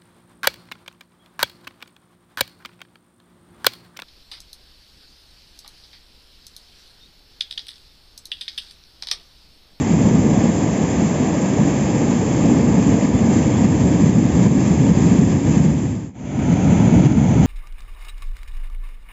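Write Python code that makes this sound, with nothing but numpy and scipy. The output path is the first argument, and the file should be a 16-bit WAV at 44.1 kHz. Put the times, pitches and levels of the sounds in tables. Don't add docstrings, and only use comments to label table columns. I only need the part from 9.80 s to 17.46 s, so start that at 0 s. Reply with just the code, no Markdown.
import sys
import numpy as np
from scipy import signal
from scipy.fft import rfft, irfft, next_fast_len
from scipy.io import wavfile
from scipy.ndimage import uniform_filter1d, minimum_filter1d

SR = 44100
rng = np.random.default_rng(int(sys.argv[2]) if len(sys.argv) > 2 else 0)


def invert_db(x):
    u = np.asarray(x, float) / 20
    return 10 ** u


def unload_audio(sound):
    columns = np.transpose(np.atleast_2d(sound))
    steps = np.round(np.clip(columns, -1, 1) * 32767)
    wavfile.write(sys.argv[1], SR, steps.astype(np.int16))


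N = 337806
CUT_S, FADE_S, OVERLAP_S = 6.328, 0.55, 0.013
END = round((CUT_S + OVERLAP_S) * SR)
START = round((CUT_S - OVERLAP_S) * SR)


def rms_one(x):
    return x / np.sqrt(np.mean(x ** 2) + 1e-20)


def at_hz(points, hz):
    points = np.array(points)
    return np.interp(np.log(hz), np.log(points[:, 0]), points[:, 1])


def drift(rate_hz, size):
    step = 40
    r = np.exp(-2 * np.pi * rate_hz * step / SR)
    noise = rng.standard_normal(size // step + 2002)
    slow = signal.lfilter([1], [1, -2 * r, r * r], noise)[2000:]
    return np.interp(np.arange(size) / step, np.arange(len(slow)), rms_one(slow))


def splashes(size, per_s, spread_db, length_s):
    sizes = invert_db(spread_db * np.minimum(rng.exponential(1, size), 4.0))
    landed = rng.random(size) < per_s / SR
    r = np.exp(-1 / (length_s * SR))
    bursts = signal.lfilter([1], [1, -r], sizes * landed + 1e-18)
    return bursts / bursts.mean()


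# start_s [s], force of the falling sheet force_db [dB], how deep it drives air depth_db [dB]
PLUNGE = [(0.0, -3, 2), (0.42, 3, -1.5), (0.62, -0.5, -3.5), (0.9, -3, -1.5), (1.5, -3, -4), (1.9, -2, -3),
          (2.4, -3, -1.1), (2.75, 1, -3.5), (3.5, -0.5, 0), (3.9, 1, -0.1), (4.3, 1.1, 2.5),
          (4.65, 2.3, 2.5), (5.1, 0, 1), (5.55, 1.5, 3), (6.2, 2, 6.5), (6.8, 1, 1.5), (7.15, 3.5, 5),
          (7.66, 2.8, 5)]
# near_db [dB], wide_db [dB], force_share [ratio], depth_share [ratio]
VOICES = [
    (-24.5, -26.5, 0.66, 0.78),
    (-15, -17, 0.86, 0.17),
    (-25.5, -24.5, 0.27, -0.58),
    (-34, -35, .05, -0.12),
]


def part_levels(spot):
    start_s, force_db, depth_db = np.transpose(PLUNGE)
    levels = [row[spot] + row[-2] * force_db + row[-1] * depth_db for row in VOICES]
    return np.transpose([start_s] + levels)


# peak_s [s], lift_db [dB], half_length_s [s]
BOILS = [(0.223, 1.5, 0.07), (1.33, 0, 0.13), (1.85, -1, .1), (2.304, 0, 0.17), (2.762, 0, 0.057),
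         (3.6, .5, .08), (4.163, 0.5, 0.09), (4.876, 0.5, 0.07), (5.3, 0.5, .07), (5.746, 1.5, 0.049),
         (6.388, 2.5, 0.034), (6.517, 1, .06), (7.02, 0.5, .1), (7.624, 1.5, 0.043)]


def boiling(t):
    return sum(lift_db * np.exp(-((t - peak_s) / half_s) ** 2) for peak_s, lift_db, half_s in BOILS)


# low_hz [Hz], high_hz [Hz]
PARTS = [
    (30, 120),
    (120, 350),
    (350, 1300),
    (1300, 7600),
]


def weir(flow, spectrum, start, size, near_db, own_db, splash_share):
    t = (start + np.arange(size)) / SR
    pad = next_fast_len(size)
    hz = np.maximum(np.arange(pad // 2 + 1) * SR / pad, 1)
    colour = invert_db(at_hz(spectrum, hz)) * (hz < 8000)

    landing_power = splashes(pad, per_s=120, spread_db=3.5, length_s=0.0041)
    landing = np.sqrt(1 - splash_share + splash_share * landing_power)
    deep = rfft(rng.standard_normal(pad)) * colour
    splashy = rfft(rng.standard_normal(pad) * landing) * colour

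    flow_s, *levels = np.transpose(flow)
    lifts = []
    for (low_hz, high_hz), level_db in zip(PARTS, levels):
        power = 2 * np.sum(colour[(hz > low_hz) & (hz < high_hz)] ** 2) / pad
        lifts.append(np.interp(t, flow_s, level_db) - 10 * np.log10(power))
    lifts = np.array(lifts)

    together = drift(7.7, size)
    regions = [drift(9.4, size) for part in PARTS]
    boil_db = boiling(t)
    heave_db = 0.97 * drift(11, size) + 0.5 * together

    middles = np.log2([85, 200, 600, 1700])
    centres = np.arange(np.log2(30), np.log2(8000), 1 / 3)
    octave = np.clip(np.log2(hz), centres[0], centres[-1])
    out = np.zeros(size)
    for centre in centres:
        shape = np.cos(np.pi / 2 * np.clip(3 * (octave - centre), -1, 1)) ** 2
        weights = np.array([np.interp(centre, middles, row) for row in np.eye(len(PARTS))])
        bright = weights[-1] + 0.54 * weights[-2]
        flicker_db = boil_db + near_db * (weights @ regions) + own_db * drift(26, size)
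        swell_db = weights @ lifts + bright * flicker_db + (1 - bright) * heave_db
        source = splashy if bright > 0.3 else deep
        out += invert_db(swell_db) * irfft(source * shape, pad)[:size]
    return out


# pitch_hz [Hz], level_db [dB per Hz]
CLOUD_NEAR = [(20, -39), (27, -38), (40, -27), (68, -9), (110, -4.5), (169, -0.5), (263, -2.5), (330, -6.5),
              (403, -14), (482, -14.5), (618, -19.5), (960, -24), (1040, -27.5), (1220, -30)]
# pitch_hz [Hz], level_db [dB per Hz]
SPRAY_NEAR = [(1390, -39.5), (1690, -31), (1910, -33), (2150, -32.5), (2450, -34.5), (2720, -36.5),
              (2830, -39.5), (3520, -39.5), (3580, -46), (3680, -42.5), (4100, -47), (5150, -40.5),
              (5650, -46), (5840, -43.5), (5900, -38.5), (6900, -33), (7500, -31)]


def near_spot():
    water = weir(part_levels(0), CLOUD_NEAR + SPRAY_NEAR, 0, END, near_db=0.46, own_db=0.53, splash_share=0.097)
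    return water * np.minimum(np.arange(END)[::-1] / (FADE_S * SR), 1)


# [dB the gain drops, negative rises]
SURGES = [(0.116, -7, 188, 1), (0.152, -7.5, 192, 0.5), (0.355, -7, 176, 0.5), (0.404, -13, 200, 1),
          (0.580, -5, 234, -2), (0.641, -7.5, 233, 0.5), (0.698, -10.5, 220, 1), (1.814, -7.5, 214, -2),
          (2.723, -5, 243, 0), (2.811, -9, 188, 2), (2.891, -8, 174, 0.5), (3.068, -9.5, 199, -1),
          (3.252, -7, 247, 3), (3.346, -9, 224, 0.5), (3.420, -6, 220, -0.5), (3.494, -5.5, 200, -1),
          (3.665, -13, 200, 1.5), (3.859, -7.5, 187, 2.5), (4.192, -13, 189, -1.5), (4.244, -10, 190, 0),
          (4.295, -8.5, 187, 4), (4.361, -7, 191, 1), (4.617, -15, 149, -1), (4.669, -5, 144, 4.5),
          (4.795, -22, 158, -0.5), (4.915, -7, 170, 0), (5.012, -4.5, 147, 1), (5.117, -7, 170, -1),
          (5.179, -8.5, 180, 0), (5.234, -10.5, 179, 0), (5.327, -9.5, 181, 0), (5.394, -4, 171, 2),
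          (5.436, -9, 160, 2), (5.529, -8, 174, 2), (5.569, -4.5, 180, 1.5), (5.812, -9, 147, -0.5),
          (5.861, -6.5, 171, 1.5), (5.9, -12, 149, 1), (6.584, -14, 221, -2.5), (6.709, -9, 190, -2.5),
          (6.739, -11.5, 156, 3), (6.887, -10, 148, 0), (6.907, -7.5, 119, -1.5), (6.99, -6.5, 153, -0.5),
          (7.070, -15, 171, -1.5), (7.15, -11.5, 159, 0), (7.212, -5.5, 145, -2), (7.271, -7.5, 144, 4.5),
          (7.325, -12, 200, 2.5), (7.603, -3, 156, -0.5)]


def thuds():
    out, t = np.zeros(N), np.arange(N) / SR
    for peak_s, level_db, pitch_hz, duck_db in SURGES:
        span = slice(max(int((peak_s - 0.05) * SR), 0), int((peak_s + 0.03) * SR))
        cycles = (t[span] - peak_s) * pitch_hz
        swell = np.exp(-(cycles / np.where(cycles < 0, 1.8, 1.1)) ** 2)
        out[span] += invert_db(level_db) * np.cos(2 * np.pi * cycles) * swell
    return out


# start_s [s], length_s [s], from_hz [Hz], to_hz [Hz], level_db [dB]
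BIRD = [
    (3.335, .065, 3400, 3500, -45),
    (3.705, .09, 3100, 3440, -43.5),
]


def bird():
    out = np.zeros(N)
    for start_s, length_s, from_hz, to_hz, level_db in BIRD:
        size, at = int(length_s * SR), int(start_s * SR)
        rise = np.minimum(np.linspace(0, 1.4, size), 1)
        pitch_hz = from_hz + (to_hz - from_hz) * rise
        breath = np.minimum(4 * np.hanning(size), 1)
        out[at:at + size] += invert_db(level_db) * breath * np.sin(2 * np.pi * np.cumsum(pitch_hz) / SR)
    return out


# pitch_hz [Hz], level_db [dB per Hz]
CLOUD_WIDE = [(20, -46.5), (27, -43.5), (40, -23), (68, -5), (110, -3), (160, 0), (263, -3), (330, -9),
              (390, -16.5), (480, -20), (700, -21), (960, -24.5), (1040, -30.5), (1120, -37.5)]
# pitch_hz [Hz], level_db [dB per Hz]
SPRAY_WIDE = [(1280, -31), (1600, -35.5), (2060, -33.5), (2230, -31.5), (2550, -36), (2850, -38.5),
              (3480, -40), (3620, -45.5), (4500, -47.5), (5000, -46.5), (5750, -48), (6000, -38),
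              (7050, -35), (7500, -40)]


def wide_spot():
    size = N - START
    water = weir(part_levels(1), CLOUD_WIDE + SPRAY_WIDE, START, size, near_db=-0.2, own_db=0.5, splash_share=0.17)
    return water * np.minimum(np.arange(size) / (FADE_S * SR), 1)


def scene():
    near = near_spot()
    out = thuds() + bird()
    out[:END] += near
    out[START:] += wide_spot()
    return out[None]


def gain_control(x):
    attack_s, recovery_s = 0.005, 0.12
    t = np.arange(N) / SR
    gain_db = np.zeros(N)
    for peak_s, level_db, pitch_hz, duck_db in SURGES:
        since_s = np.maximum(t - peak_s, 0)
        onset = 1 - np.exp(-(since_s / attack_s) ** 2)
        gain_db -= duck_db * onset * np.exp(-since_s / recovery_s)
    return x * invert_db(gain_db)


def limiter(x):
    ceiling_db, release_db_s = -2.7, 80
    release_db = release_db_s * np.arange(N) / SR
    over_db = np.maximum(20 * np.log10(np.abs(x) + 1e-9) - ceiling_db, 0)
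    held_db = np.maximum.accumulate(over_db + release_db) - release_db
    held_db = -minimum_filter1d(-np.maximum(held_db, 0), size=177)
    return x * invert_db(-uniform_filter1d(held_db, size=177))


def cut_top(x):
    cutoff_hz, edge_hz, edge_db = 7500, 79, -19.5
    pad = next_fast_len(N + SR)
    hz = np.arange(pad // 2 + 1) * SR / pad
    above = np.clip((hz - cutoff_hz) / edge_hz, 0, 3)
    return irfft(rfft(x, pad) * invert_db(edge_db * above ** 2), pad)[:N]


def top_cut(x):
    return signal.sosfilt(signal.butter(12, 8750, fs=SR, output="sos"), x)


def record(dry):
    x = gain_control(dry[0])
    x = limiter(x)
    x = cut_top(x)
    return top_cut(x[None])


dry = scene()
out = record(dry)
unload_audio(out)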